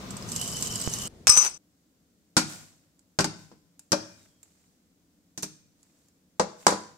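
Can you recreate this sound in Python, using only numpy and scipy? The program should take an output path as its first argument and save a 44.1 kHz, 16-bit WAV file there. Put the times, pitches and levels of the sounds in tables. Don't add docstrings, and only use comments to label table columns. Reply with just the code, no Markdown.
import sys
import numpy as np
from scipy import signal
from scipy.fft import rfft, irfft, next_fast_len
from scipy.io import wavfile
from scipy.ndimage import uniform_filter1d

SR = 44100
rng = np.random.default_rng(int(sys.argv[2]) if len(sys.argv) > 2 else 0)


def transcribe(u):
    v = np.clip(np.atleast_2d(u).T, -1, 1)
    q = np.round(v * 32767).astype(np.int16)
    wavfile.write(sys.argv[1], SR, q)


N = 307377
T = np.arange(N) / SR
AGE = T[:SR]
HZ = np.arange(N // 2 + 1) * SR / N
TAP_END_S, FUNNEL_END_S = 1.082, 1.58


def amp(db):
    return 10 ** (np.asarray(db) / 20)


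def unit(x):
    return x / np.sqrt(np.mean(x ** 2))


def at(points, hz, column=1):
    table = np.array(points, float)
    return np.interp(np.log(np.maximum(hz, 1)), np.log(table[:, 0]), table[:, column])


def curve(rows):
    table = np.array(rows, float)
    return amp(np.interp(T, table[:, 0], table[:, 1]))


def hold(start_s, end_s, rise_db_per_s, fall_db_per_s):
    drop_db = rise_db_per_s * np.maximum(start_s - T, 0) + fall_db_per_s * np.maximum(T - end_s, 0)
    return amp(-np.minimum(drop_db, 200))


def until(end_s):
    return np.clip((end_s - T) * 200, 0, 1)


def fade(decay_s):
    return np.exp(-np.log(1000) * AGE / np.maximum(decay_s, 1e-3))


def ring(pitch_hz, decay_s):
    return np.sin(2 * np.pi * pitch_hz * AGE) * fade(decay_s)


def add(out, start_s, x):
    start = max(int(start_s * SR), 0)
    out[:, start:start + x.shape[-1]] += x[..., :N - start]


def shape(x, gain):
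    size = next_fast_len(x.shape[-1] + SR // 10, True)
    size += size % 2
    cepstrum = irfft(np.log(gain(np.arange(size // 2 + 1) * SR / size) + 1e-9))
    cepstrum[..., 1:size // 2] *= 2
    cepstrum[..., size // 2 + 1:] = 0
    return irfft(rfft(x, size) * np.exp(rfft(cepstrum)))[..., :x.shape[-1]]


def colour(x, tone):
    power = np.mean(amp(at(tone, HZ[::10])) ** 2)
    return shape(x, lambda hz: amp(at(tone, hz)) / np.sqrt(power))


# frequency_hz, likeness (0 to 1)
STEREO_LIKENESS = [(40, 1), (150, 0.82), (300, 0.97), (600, 0.52), (1200, 0), (16000, 0)]
def air(size):
    mid, side = rfft(rng.standard_normal((2, size)))
    alike = np.clip(at(STEREO_LIKENESS, np.arange(len(mid)) * SR / size), 0, 1)
    mid, side = mid * np.sqrt((1 + alike) / 2), side * np.sqrt((1 - alike) / 2)
    return irfft([mid + side, mid - side], size)


def grit(spread_db, grain_samples=48):
    strength = amp(spread_db * np.clip(rng.standard_normal(N // grain_samples + 1), -2, 2))
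    return air(N) * unit(np.repeat(strength, grain_samples)[:N])


def wobble(samples):
    return unit(uniform_filter1d(rng.standard_normal(N), size=samples))


# frequency_hz, level_db
QUIET_TONE = [(25, -25.5), (60, -10), (100, -6.5), (125, -15.5), (178, 0.5), (212, -7.5), (295, -3),
              (365, -16), (470, -14), (900, -25), (2800, -28.5), (7200, -25), (10000, -33), (15000, -30.5)]
def quiet_kitchen():
    return amp(-67) * colour(air(N), QUIET_TONE)


# frequency_hz, decay_s, level_db
ECHO_BANDS = [(100, 0.77, -3.5), (300, 0.47, -6.5), (1000, 0.48, -9), (2500, 0.56, -7), (6000, 0.54, -8),
              (14000, .45, -15)]
def kitchen_echo():
    noise, echo = rfft(air(SR)), 0
    octave = np.log2(np.maximum(np.arange(SR // 2 + 1), 1))
    for k in range(5, 15):
        band = irfft(noise * np.clip(1 - abs(octave - k), 0, 1), SR)
        envelope = fade(at(ECHO_BANDS, 2 ** k)) + amp(0.5) * fade(0.16)
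        envelope *= 1 - np.exp(-AGE / 0.0016)
        envelope /= np.sqrt(np.sum(envelope ** 2))
        echo = echo + band * amp(at(ECHO_BANDS, 2 ** k, column=2)) * envelope
    return even_out(echo)


def even_out(echo):
    spectrum = rfft(echo, 2 * SR)
    power = np.mean(abs(spectrum) ** 2, axis=0) + 1e-12
    smooth = abs(uniform_filter1d(power, size=120))
    return irfft(spectrum * np.sqrt(smooth / (power + smooth / 10)))[:, :SR]


# frequency_hz, level_db
DRUMMING_TONE = [(25, -19.5), (54, -5), (75, -12.5), (120, 0.5), (185, 1), (300, -7.5), (480, -10),
                 (800, -15.5), (1150, -12.5), (1700, -22), (3500, -21.5), (6500, -24.5), (10000, -37),
                 (15000, -38)]
def drumming():
    return amp(-40.5) * colour(air(N), DRUMMING_TONE)


def bubble(pitch_hz, cycles, glide=0.038):
    life = np.arange(int(8 * cycles * SR / pitch_hz)) * pitch_hz / (cycles * SR)
    envelope = life * np.exp(1 - life)
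    return envelope * np.sin(2 * np.pi * cycles * life * (1 + glide * life / 10))


def fizz(count, low_hz, high_hz, cycles, spread_db):
    out = np.zeros((2, N))
    for when, smallness, side, chance in rng.random((count, 4)):
        gain = amp(spread_db * min(-np.log(chance), 4)) * np.sqrt([[side], [1 - side]])
        pitch_hz = low_hz * (high_hz / low_hz) ** smallness
        add(out, when * TAP_END_S, gain * bubble(pitch_hz, cycles))
    return out / np.sqrt(np.mean(out[:, T < TAP_END_S] ** 2))


def air_intake():
    smooth_db, broken_db, gulp_db = -61, -38, 6
    break_s, gulp_s = 0.28, 0.415
    broken = (1 + np.tanh((T - break_s) / 0.062)) / 2
    gulp = np.exp(-((T - gulp_s) / 0.018) ** 2)
    return amp(smooth_db + (broken_db - smooth_db) * broken + gulp_db * gulp)


# frequency_hz, level_db
SPLASH_TONE = [(1000, -14.5), (2200, -11), (3600, -7), (4600, -2), (6500, 2), (8000, 2.5), (9500, -7.5),
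               (12500, -9), (16000, -20.5)]
# start_s, level_db, pitch_hz
CLEAR_BUBBLES = [(0.1063, -27.5, 7470), (0.168, -27.5, 8100), (0.2239, -34, 4950), (0.2885, -30, 6000),
                 (0.3182, -22, 7990), (0.3618, -17.5, 7310), (0.4764, -23.5, 7600), (0.5691, -25, 7300),
                 (0.624, -17, 7400), (0.7564, -20, 7370), (0.814, -22, 8070), (0.9368, -18, 6260)]
def splash():
    spray = amp(-8.5) * fizz(1100, 4800, 15500, cycles=3.2, spread_db=5)
    spray += amp(-1) * grit(spread_db=3.9, grain_samples=240)
    plinks = amp(-9) * fizz(200, 2850, 3060, cycles=7, spread_db=2)
    plinks *= hold(0.344, TAP_END_S, rise_db_per_s=500.5, fall_db_per_s=500.5)
    out = (colour(spray, SPLASH_TONE) + plinks) * air_intake()
    for start_s, level_db, pitch_hz in CLEAR_BUBBLES:
        add(out, start_s, amp(level_db - 2) * bubble(pitch_hz, cycles=6.5))
        add(out, start_s, amp(level_db - 10) * colour(air(SR) * fade(0.065), SPLASH_TONE))
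    return out


# start_s, left_db, right_db, pitch_hz, decay_s
THUMPS = [(0.8758, -37, -9.5, 99, 0.017), (1.2945, -31, -22, 68.7, 0.035)]
def low_thumps():
    out = np.zeros((2, N))
    for start_s, left_db, right_db, pitch_hz, decay_s in THUMPS:
        swing = np.cos(2 * np.pi * pitch_hz * AGE) * fade(decay_s)
        add(out, start_s, amp([[left_db], [right_db]]) * swing)
    return signal.sosfilt(signal.butter(1, 3000, fs=SR, output="sos"), out)


# frequency_hz, level_db
HUM_TONE = [(25, -13.5), (55, -1), (150, -0.5), (300, -3), (600, -12.5), (1200, -23.5), (3000, -27),
            (7000, -28), (15000, -45)]
def background_hum():
    softening = curve([(1.25, -1), (1.5, -7.5)])
    return amp(-51.5) * colour(air(N), HUM_TONE) * (1 - until(TAP_END_S)) * softening


# start_s, clack_db, ring_db
FUNNEL_HITS = [(1.270, -9.5, -25.5), (1.2774, -14, -21), (1.294, -16.5, -8.5), (1.32, -29.5, -22.5),
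               (1.366, -23.5, -16), (1.3736, -16, -8.5), (1.4484, -21.5, -52), (1.463, -24.5, -14)]
# frequency_hz, level_db
CLACK_TONE = [(100, -17.5), (300, -6), (600, -4.5), (1200, 5), (1800, -4), (2500, 2), (3600, -5), (6000, 6),
              (9000, -1.5), (11500, -8.5), (12800, -15.5), (15000, -18.5)]
# pitch_hz, left_db, right_db, decay_s
FUNNEL_NOTES = [(1213, -21.5, -25, 0.17), (1150, -24, -29.5, .08), (2486, -25, -33.5, .4),
                (4600, -30, -31, 0.22), (5300, 1.5, -13, 0.16), (5330, -14.5, -26, .14),
                (5945, -13.5, -18, 0.3), (6055, -0.5, -20, 0.4), (6100, -15, -22.5, .17),
                (6324, -20, -24, 0.19), (8100, -14, -4, 0.11), (8070, -21, -14.5, .22),
                (8170, -19.5, -14.5, .15), (10470, -22, -16, .05), (11270, -25, -23.5, 0.2)]
# pitch_hz, first_hit_db, loss_db_per_s
FUNNEL_SINKING = [(1199, 6.5, 90.5), (5500, 6, 250), (5900, 0, -0.5), (7000, -1.5, 1.5), (8126, 4, 70.5)]
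# time_s, level_db
RIM_MUFFLING = [(1.428, -0.5), (1.436, -15), (1.48, -7.5), (1.495, -42)]
def funnel():
    sliding = amp(-31.5) * hold(1.28, 1.47, rise_db_per_s=4497, fall_db_per_s=520)
    clatter = colour(grit(spread_db=3.2), CLACK_TONE) * sliding
    rings = np.zeros((2, N))
    for start_s, clack_db, ring_db in FUNNEL_HITS:
        add(clatter, start_s, amp(clack_db) * colour(air(SR) * fade(0.036), CLACK_TONE))
        sinking_s = start_s - FUNNEL_HITS[0][0]
        for hz, left_db, right_db, decay_s in FUNNEL_NOTES:
            sunk_db = at(FUNNEL_SINKING, hz) - at(FUNNEL_SINKING, hz, column=2) * sinking_s
            gain = amp([[left_db], [right_db]]) * amp(ring_db + sunk_db)
            delay_s = rng.random() / 4000
            detune = 1 + 0.0018 * rng.standard_normal()
            add(rings, start_s + delay_s, gain * ring(hz * detune, decay_s))
    chatter = amp(2 * wobble(160))
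    return clatter + rings * chatter * curve(RIM_MUFFLING)


# frequency_hz, change_db
HARDNESS_STEP = [(550, -1.94), (1100, -1.4), (2500, 0), (6000, 0.4), (12000, 4)]
def knocks(blows, tone, notes, snap_db, notes_db):
    out = np.zeros((2, N))
    slab = amp(notes_db) * sum(amp(db) * ring(hz, decay_s) for hz, db, decay_s in notes)
    slab *= 1 - np.exp(-AGE / 0.0038)
    bass_cut = signal.butter(1, 220, "high", fs=SR, output="sos")
    lift_db, sharpness = 8.5, 13
    for start_s, level_db, bass_db, hardness, favoured_hz, decay_s in blows:
        contact = signal.sosfilt(bass_cut, air(SR) * fade(decay_s))
        contact[:, 0] += amp(snap_db)
        slab_gain = amp(np.interp(level_db, [-50, -34], [-10, 0]))
        blow = colour(contact, tone) + slab * slab_gain
        tilt = [(250, bass_db)] + [(hz, hardness * step_db) for hz, step_db in HARDNESS_STEP]

        def contact_gain(hz):
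            peak_db = lift_db / (1 + (sharpness * (hz / favoured_hz - 1)) ** 2)
            return amp(at(tilt, hz) + peak_db)

        add(out, start_s, amp(level_db) * shape(blow, contact_gain))
    return out


# start_s, level_db, bass_db, hardness_steps, favoured_hz, decay_s
POT_HITS = [(2.3672, -13.5, 4, .4, 1440, 0.098), (2.376, -20.5, -3.5, 0.5, 2385, 0.15),
            (3.1882, -16.5, 3.5, -2, 1496, 0.094), (3.206, -22, 7, 0.7, 2670, 0.072),
            (3.2438, -19.5, 0, -0.4, 900, 0.058), (3.516, -55.5, 19, -5, 463, .1),
            (3.9195, -18.5, 2.5, 1, 5500, 0.069), (3.929, -18.5, -1, -4.5, 567, 0.059),
            (5.376, -36, 6, 2, 6160, 0.091), (5.430, -28, 1, 2.5, 5970, 0.071)]
# start_s, level_db
RIM_GRAZES = [(2.993, -62.5), (3.794, -48), (4.43, -51), (5.425, -39), (5.83, -60), (6.085, -66)]
# frequency_hz, level_db
POT_TONE = [(35, -28), (65, -11), (100, -7.5), (160, 1.5), (300, 2.5), (450, 0), (850, 3), (1500, -1),
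            (2000, -5), (3200, -7), (4900, 1), (7500, -1.5), (10000, -12), (15000, -27.5)]
# pitch_hz, level_db, decay_s
HOB_NOTES = [(113, -17, 0.054), (156.7, -6, 0.11), (180.4, -8.5, 0.24), (255, -9.5, 0.1),
             (305.3, -3.5, 0.12), (392.8, -15.5, 0.14), (580, -16.5, 0.076), (1422, -12.5, .06),
             (1916, -25, 0.078), (2417, -23, 0.26)]
def jar_on_pot():
    bass_db, hardness, favoured_hz, decay_s = -13.5, 4.2, 7290, 0.026
    grazes = [(start_s, db, bass_db, hardness, favoured_hz, decay_s) for start_s, db in RIM_GRAZES]
    return knocks(POT_HITS + grazes, POT_TONE, HOB_NOTES, snap_db=10, notes_db=-1)


# start_s, end_s, level_db
COFFEE_SLIDES = [(2.498, 2.521, -43.5), (3.386, 3.41, -60.5), (4.018, 4.241, -63.5), (4.441, 4.68, -71.5),
                 (5.797, 6.05, -72), (6.606, 6.6, -54.5)]
# frequency_hz, level_db
POWDER_TONE = [(200, -11), (600, 2), (1600, -8), (3500, -1.5), (7500, 6), (10500, -6.5), (15500, -9.5)]
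# frequency_hz, level_db
LUMP_TONE = [(300, -13), (600, -4), (1000, -3.5), (1550, -4.5), (2400, -4.5), (3500, -14), (9000, -24)]
def ground_coffee():
    flow = sum(amp(level_db) * hold(start_s, end_s, rise_db_per_s=381.5, fall_db_per_s=97)
               for start_s, end_s, level_db in COFFEE_SLIDES)
    hiss = amp(-0.5) * colour(grit(spread_db=2), POWDER_TONE)
    lumps = amp(-7) * colour(grit(spread_db=5.5, grain_samples=300), LUMP_TONE)
    return (hiss + lumps) * flow


# start_s, end_s, level_db, pitch_hz, sag_hz_per_s
THIN_SQUEAKS = [(4.185, 4.25, -72, 3890, 2900), (4.31, 4.395, -79, 3260, 450)]
def squeaks():
    waver = 1 + 0.022 * wobble(100)
    out = 0
    for start_s, end_s, level_db, pitch_hz, sag_hz_per_s in THIN_SQUEAKS:
        hz = (pitch_hz - sag_hz_per_s * (T - start_s)) * waver
        envelope = amp(level_db) * hold(start_s, end_s, rise_db_per_s=554, fall_db_per_s=554)
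        out = out + envelope * np.sin(2 * np.pi * np.cumsum(hz) / SR)
    return out


# start_s, level_db, bass_db, hardness_steps, favoured_hz, decay_s
JAR_LANDINGS = [(6.3965, -17, 7, -1.36, 542, 0.1), (6.6668, -6.5, -0.5, 1.17, 1050, 0.038),
                (6.679, -18.5, 3.5, 1.2, 960, 0.13), (6.704, -28, 7.5, .2, 295, 0.186),
                (6.7235, -27, 9, -4, 980, 0.067)]
# frequency_hz, level_db
JAR_TONE = [(35, -30), (65, -5.5), (100, -8), (200, -4.5), (500, 2.5), (1000, 3), (1500, -3), (2900, -16),
            (4100, -7.5), (7300, -7), (10000, -20.5), (15000, -40)]
# pitch_hz, level_db, decay_s
WORKTOP_NOTES = [(191.3, -8, 0.12), (305.4, -7.5, 0.1), (450, -10.5, 0.2), (500, -7.5, .15),
                 (568.6, -7.5, 0.11), (796, -16, 0.25), (988, -23, 0.41)]
def jar_on_worktop():
    return knocks(JAR_LANDINGS, JAR_TONE, WORKTOP_NOTES, snap_db=6, notes_db=-6.5)


def scene():
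    echo = kitchen_echo()

    def room(x, echo_db):
        return x + amp(echo_db) * signal.fftconvolve(x, echo, axes=1)[:, :N]

    tap = room(drumming() + splash(), echo_db=1.1) * until(TAP_END_S)
    funnel_drop = (background_hum() + room(funnel(), echo_db=-3.1)) * until(FUNNEL_END_S)
    jar = room(jar_on_pot(), echo_db=0) + room(jar_on_worktop(), echo_db=-0.48)
    return tap + low_thumps() + funnel_drop + jar + ground_coffee() + squeaks() + quiet_kitchen()


# frequency_hz, left_minus_right_db
MICROPHONE_BALANCE = [(100, 1.5), (500, 1), (1500, 6), (2600, -0.5), (4000, 4), (5800, 4), (7800, -7),
                      (12000, -7), (15000, -2.5)]
def record(dry):
    heard = shape(dry, lambda hz: amp(np.outer([0.5, -0.5], at(MICROPHONE_BALANCE, hz))))
    treble_cut = signal.ellip(8, 0.2, 70, 15600, fs=SR, output="sos")
    return signal.sosfilt(treble_cut, np.clip(heard, -1, 1))


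dry = scene()
out = record(dry)
transcribe(out)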